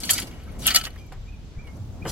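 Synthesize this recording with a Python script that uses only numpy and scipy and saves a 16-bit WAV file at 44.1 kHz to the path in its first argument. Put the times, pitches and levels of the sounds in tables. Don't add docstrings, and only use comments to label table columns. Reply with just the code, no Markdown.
import sys
import numpy as np
from scipy import signal
from scipy.fft import rfft, irfft, next_fast_len
from scipy.io import wavfile
from scipy.ndimage import uniform_filter1d

SR = 44100
rng = np.random.default_rng(int(sys.argv[2]) if len(sys.argv) > 2 else 0)


def attenuation_scalar(level_db):
    decades = np.asarray(level_db, float) / 20
    return 10 ** decades


def transcribe(signal):
    frames = np.atleast_2d(signal).T
    limited = np.clip(frames, -1, 1)
    pcm = np.round(limited * 32767).astype(np.int16)
    wavfile.write(sys.argv[1], SR, pcm)


N = 93183

UNLIKE = 0.83
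PORT_PAN_DB = 1


def on_log(hz, table):
    table = np.array(table)
    return np.interp(np.log(np.maximum(hz, 1)), np.log(np.maximum(table[:, 0], 1)), table[:, 1])


def unit(x):
    return x / np.sqrt(np.mean(x ** 2) + 1e-18)


def decay(t, t60):
    return np.exp(-np.log(1000) * t / t60)


def pan(db):
    return attenuation_scalar(np.array([[db], [-db]]) / 2)


def shape(x, db_of):
    n = next_fast_len(x.shape[-1])
    hz = np.arange(n // 2 + 1) * SR / n + 1
    return irfft(rfft(x, n) * attenuation_scalar(db_of(hz)), n)[..., :x.shape[-1]]


def bell(hz, centre_hz, octaves, depth_db):
    return -depth_db * (1 - np.exp(-(np.log2(hz / centre_hz) / octaves) ** 2 / 2))


def even(x):
    s = rfft(x)
    power = uniform_filter1d(np.abs(s) ** 2, size=24, axis=-1)
    return irfft(s / np.sqrt(power + power.mean() / 20), x.shape[-1])


def walk(rate):
    k = int(SR / rate)
    held = np.repeat(rng.standard_normal(N // k + 1), k)
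    return 2.36 * uniform_filter1d(uniform_filter1d(held, k), k)[:N]


def follow(curve, **ends):
    return attenuation_scalar(np.interp(np.arange(N) / SR, *np.array(curve).T, **ends))


def add(out, x, s):
    i = min(max(int(s * SR), 0), N)
    out[:, i:i + x.shape[1]] += x[:, :N - i]


def rings(hz, t60):
    t = np.arange(4096) / SR
    return np.sin(2 * np.pi * hz[:, None] * t) * decay(t, t60[:, None])


def air(db_of):
    same_hz, bass_side = 1100, 0.28
    mid, side = rng.standard_normal((2, N))
    side = shape(side, lambda f: 20 * np.log10(bass_side + (1 - bass_side) * f ** 2 / (f ** 2 + same_hz ** 2)))
    return shape(mid + side * np.array([[1], [-1]]), db_of)


def grit(env, scatter_db):
    clicks_per_s = 14000
    chance, sign = rng.random((2, len(env)))
    size = np.minimum(rng.exponential(size=len(env)), 3)
    x = env * np.sign(sign - .5) * (chance < clicks_per_s / SR) * attenuation_scalar(scatter_db * size)
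    return unit(x) * np.sqrt(np.mean(env ** 2))


def steel_modes():
    # (frequency [Hz], level [dB], t60 [s])
    blade_tones = [(723.8, 3.5, 0.23), (1323, 1.5, 0.2), (2230, 4.5, 0.049), (2962, -4.5, 0.12)]
    # (frequency [Hz], width [Hz], level [dB])
    plate_tones = [(1500, 100, -2.5), (1912, 240, -1), (2886, 120, -5), (3172, 230, -4), (4470, 45, -7.5),
                   (4720, 140, -3.5), (6054, 160, -7.5), (7330, 110, -7.5), (7600, 140, -11),
                   (9000, 120, -11.5), (10530, 290, -12), (11530, 84, -4)]
    blade_hz, blade_db, blade_t60 = np.array(blade_tones).T
    plate_hz, width_hz, plate_db = np.array(plate_tones).T
    blade_bank = rings(blade_hz, blade_t60 * 0.57)
    plate_bank = rings(plate_hz, 3.3 / np.maximum(width_hz, 70))
    return [(blade_db, blade_bank, -7), (plate_db, plate_bank, -6.5)]


def steel(centre_hz, modes):
    # (frequency [Hz], level [dB per Hz])
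    grit_colour = [(300, -32), (600, 4), (1100, -13.5), (1500, -7.5), (3000, -13), (6000, -12),
                   (12000, -7.5), (16000, -15.5)]
    common, *own = rng.standard_normal((3, 4096))
    fade = decay(np.abs(np.arange(4096) - 32) / SR, 0.0047)
    click = even((common + UNLIKE * np.array(own)) * fade)
    body = unit(shape(click, lambda f: on_log(f, grit_colour)))
    for db, bank, bank_db in modes:
        spot_db = 2.5 * (rng.standard_normal(len(db)) + UNLIKE * rng.standard_normal((2, len(db))))
        body = body + attenuation_scalar(bank_db) * unit(attenuation_scalar(db + spot_db) @ bank)

    def focus(f):
        broad = bell(f, centre_hz, .9, 16)
        peak = bell(f, centre_hz, 0.059, 5.5)
        thin = -10 * np.log10(1 + (1000 / f) ** 4)
        return broad + peak + thin

    body = shape(np.pad(body, ((0, 0), (64, 64))), focus)
    lag = int(SR * (-.00008 + .00003 * rng.standard_normal()))
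    body = np.array([body[0], np.roll(body[1], lag)]) * pan(PORT_PAN_DB)
    return body / np.sqrt(np.mean(np.sum(body ** 2, axis=1)))


def break_lump(out, s, db, rise, t60, hz, modes):
    t = np.arange(6000) / SR
    env = np.where(t < rise, t / rise, decay(t - rise, t60))
    clicks = grit(env, 2.6)
    burst = signal.fftconvolve(clicks[None], steel(hz, modes), axes=1)
    add(out, burst * attenuation_scalar(db - 7.0), s - 64 / SR)


def crunches(modes):
    # (time [s], peak level [dB], rise [s], t60 [s], brightest frequency [Hz])
    crunch_events = [(0, -30, .0003, .06, 9000), (0.0339, -18, 0.00052, 0.06, 4100),
                     (0.048, -23, .003, 0.073, 7060), (0.0919, -9, 0.0008, 0.05, 3110),
                     (0.099, -6.5, .002, 0.06, 4070), (0.1055, -4.5, 0.0008, 0.03, 11500),
                     (0.1075, -5, .001, .05, 7000), (.121, -17, 0.0013, 0.07, 10700),
                     (0.1305, -11, .003, 0.06, 7000), (0.177, -15.5, 0.003, 0.06, 4070),
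                     (.183, -18.5, .003, .055, 2500), (0.2177, -24.5, 0.0027, 0.06, 3200),
                     (0.6187, -30, .003, .06, 3980), (0.628, -31.5, .004, .08, 3240),
                     (0.654, -16, .004, 0.08, 3400), (0.662, -19, 0.003, 0.05, 2900),
                     (0.6652, -1, 0.002, 0.03, 11500), (0.6738, -3.5, 0.002, 0.046, 3450),
                     (0.682, -11.5, .003, .09, 3400), (.701, -11, 0.005, 0.081, 3210),
                     (0.7395, -17, 0.002, 0.04, 7000), (0.7453, -3.5, .002, .04, 4450),
                     (.754, -11, .003, .05, 4500), (0.7563, -0.5, 0.004, 0.045, 4450),
                     (0.767, -9.5, 0.003, 0.045, 3000), (.781, -21.5, .004, 0.06, 8000),
                     (0.808, -22, 0.006, 0.04, 3100), (0.835, -29, 0.003, 0.04, 3200),
                     (.8445, -29, .002, .03, 3200), (0.8645, -21, 0.003, 0.055, 1900),
                     (2.0505, -32, 0.001, 0.07, 1600), (2.077, -32, .003, .05, 4340)]
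    out = np.zeros((2, N))
    for s, db, rise, t60, hz in crunch_events:
        break_lump(out, s, db, rise, t60, hz, modes)
    return out


def slides(modes):
    # (time [s], level [dB], brightest frequency [Hz])
    strokes = [
        [(0, -40, 5000), (.03, -42, 5000), (.09, -35, 4000), (.16, -31, 5000), (.226, -38, 5000),
         (.238, -51, 2000), (.36, -54, 2500), (.56, -57.5, 2000)],
        [(.585, -60, 8000), (.6, -49.5, 6000), (.65, -33, 3400), (.72, -34, 3200), (.79, -43, 3300),
         (.83, -49, 3200), (.875, -46, 2500), (.895, -63, 2510), (.96, -62, 2500)],
        [(1.62, -80, 9000), (1.67, -68, 9000), (1.775, -68, 11000), (1.79, -85, 11000)],
        [(1.94, -77.5, 820), (2.0, -66, 1000), (2.045, -57, 1400), (2.065, -42, 4400), (2.085, -36, 5200),
         (2.11, -34, 5000)],
    ]
    out = np.zeros((2, N))
    window = np.sqrt(np.hanning(2048))
    judder = attenuation_scalar(1. 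* walk(60.83))
    for stroke in strokes:
        s, db, hz = np.array(stroke).T
        for k in range(-1, int((s[-1] - s[0]) * SR / 1024) + 1):
            t = s[0] + (k * 1024 + np.arange(2048)) / SR
            sliding = (t >= s[0]) * (t <= s[-1] + .01)
            level = attenuation_scalar(np.interp(t, s, db)) * judder[(t * SR).astype(int) % N]
            push = grit(window * level * sliding, 2.)
            push = push[max(int(-t[0] * SR), 0):]
            patch = steel(np.interp(t[1024], s, hz), modes)
            add(out, signal.fftconvolve(push[None], patch, axes=1), t[0])
    return out


def yard():
    # (frequency [Hz], level [dB per Hz])
    yard_colour = [(15, -23), (30, -1), (80, -2.5), (180, -17), (600, -34), (1700, -43.5), (5000, -46),
                   (16000, -69)]
    swell_db, out = .5 * walk(3.4), 0
    for hz in 25 * 2 ** np.arange(10.):
        band = air(lambda f: on_log(f, yard_colour) + bell(f, hz, 1.0, 32))
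        out = out + attenuation_scalar(swell_db + 1.2 * walk(7.7)) * band
    return unit(out) * attenuation_scalar(-39)


def drone():
    # (time [s], level [dB])
    drone_level = [(0, -43), (.08, -39.5), (.24, -40.5), (.42, -47.5), (0.651, -38), (.85, -49), (1.1, -52),
                   (1.27, -54), (1.502, -55.5), (1.77, -45), (1.85, -50), (2.11, -38.5)]
    # (frequency [Hz], width [octaves], level [dB])
    drone_bands = [(86, 2, -2.5), (219, 0.84, -2.5), (567, 1.62, -7)]
    out = 0
    for hz, octaves, db in drone_bands:
        band = unit(air(lambda f: bell(f, hz, octaves, 33) - 10 * np.log10(f)))
        out = out + band * attenuation_scalar(db)
    return out * follow(drone_level)


def crickets():
    # (frequency [Hz], width [Hz], level [dB], chirp rate [per s], depth [dB])
    cricket_kinds = [(6100, 120, -74, 16, 5), (7400, 260, -78, 9, 6), (11800, 900, -79, 6, 2)]
    out = 0
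    for hz, width_hz, db, rate, depth_db in cricket_kinds:
        band = unit(air(lambda f: bell(f, hz, 2 * width_hz / hz, 80)))
        out = out + band * attenuation_scalar(db + depth_db * np.tanh(4 * walk(2 * rate)))
    return out


def knocks():
    # (time [s], peak level [dB], contact [s])
    knock_events = [
        (.228, -27, 0.0031),
        (.867, -36, .0004),
        (1.119, -33, 0.0005),
        (1.569, -26, 0.0065),
        (1.669, -44, .0006),
        (2.0517, -22, 0.0005),
        (2.057, -22, 0.0008),
        (2.064, -25, .0012),
        (2.081, -31, .0015),
    ]
    # (frequency [Hz], level [dB], t60 [s])
    box_tones = [(137, -2, 0.3), (404, -9, .5), (524, 1.5, 0.4), (765, 1.5, 0.3), (1025, -16, 0.05),
                 (1430, -7, 0.061), (1910, 1, 0.08), (3000, -8, 0.08)]
    out, (hz, mode_db, t60) = np.zeros((2, N)), np.array(box_tones).T
    bank = rings(hz, np.minimum(t60 * 0.84, .09))
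    for s, db, contact in knock_events:
        ash = rng.standard_normal(4096) * decay(np.arange(4096) / SR, 0.19)
        spot_db = 2.5 * rng.standard_normal(len(hz))
        ring = unit(attenuation_scalar(mode_db + spot_db) @ bank) + attenuation_scalar(3) * unit(ash) * 3
        push = np.sin(np.pi * np.clip(np.arange(512) / SR / contact, 0, 1)) ** 2
        hit = signal.fftconvolve(ring, push) * pan(PORT_PAN_DB)
        add(out, hit * attenuation_scalar(db) / np.abs(hit).max(), s)
    return out


def crumbs(modes):
    # (time [s], peak level [dB], t60 [s], brightest frequency [Hz])
    crumb_events = [(.268, -61, 0.057, 8800), (.43, -45, 0.082, 10800), (.4714, -45.5, 0.17, 1500),
                    (.5157, -45, 0.041, 11000), (.588, -36, 0.3, 7940), (.9747, -44, 0.22, 3180),
                    (.9846, -48, .1, 5000), (1.01, -54.5, .06, 12050), (1.0605, -55, .05, 12200),
                    (1.117, -52, 0.14, 1400), (1.12, -40, 0.057, 4220), (1.6686, -41, 0.078, 2900),
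                    (1.7, -66, 0.088, 11000), (1.765, -54, 0.067, 11600)]
    out = np.zeros((2, N))
    for s, db, t60, hz in crumb_events:
        break_lump(out, s, db, 0.0038, t60, hz, modes)
    return out


def bird():
    # (time [s], frequency [Hz], level [dB])
    whistles = [
        [(0.56, 2020, -67), (0.59, 2250, -66), (0.62, 2510, -61)],
        [(0.985, 2300, -56), (1.012, 2490, -58.5), (1.06, 2320, -56.5), (1.095, 2290, -61)],
        [(1.25, 2180, -69), (1.285, 2480, -57), (1.295, 2520, -50)],
        [(1.325, 2600, -61), (1.346, 2440, -48.5), (1.365, 2330, -69)],
        [(1.56, 2090, -76), (1.594, 2320, -53.5), (1.62, 2460, -58), (1.65, 2330, -59.5), (1.71, 2120, -63)],
        [(2.018, 2300, -62.5), (2.028, 2450, -43), (2.036, 2480, -62)],
    ]
    t, out = np.arange(N) / SR, 0
    for whistle in whistles:
        s, hz, db = np.array(whistle).T
        edge = np.clip(np.minimum(t - s[0], s[-1] - t) / .006 + 1, 0, 1)
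        pitch = np.interp(t, s, hz) * (1 + .009 * walk(100))
        out = out + edge * attenuation_scalar(np.interp(t, s, db)) * np.sin(2 * np.pi * np.cumsum(pitch) / SR)
    out = out * attenuation_scalar(2.6 * walk(70))
    tail = rng.standard_normal((2, 16384)) * decay(np.arange(16384) / SR, 0.4)
    return out + attenuation_scalar(-3) * signal.fftconvolve(out[None], unit(tail) / 128, axes=1)[:, :N]


def engine():
    # (time [s], level [dB])
    engine_level = [(1.76, -62), (1.8, -37), (1.96, -38), (2.03, -42), (2.11, -38)]
    return unit(air(lambda f: bell(f, 100, .55, 61.5))) * follow(engine_level, left=-90)


def scene():
    modes = steel_modes()
    shovel = crunches(modes) + slides(modes) + crumbs(modes)
    background = yard() + drone() + crickets() + engine()
    return shovel + knocks() + bird() + background * pan(0.5)


def band_limit(x):
    return signal.sosfilt(signal.butter(12, 16500, fs=SR, output="sos"), x)


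def record(dry):
    drive, top_hz = .3, 15900
    soft = np.tanh(drive * dry) / drive
    low_pass = signal.ellip(8, .2, 60, top_hz, fs=SR, output="sos")
    mix = np.clip(signal.sosfilt(low_pass, soft), -1, 1)
    return band_limit(mix)


dry = scene()
out = record(dry)
transcribe(out)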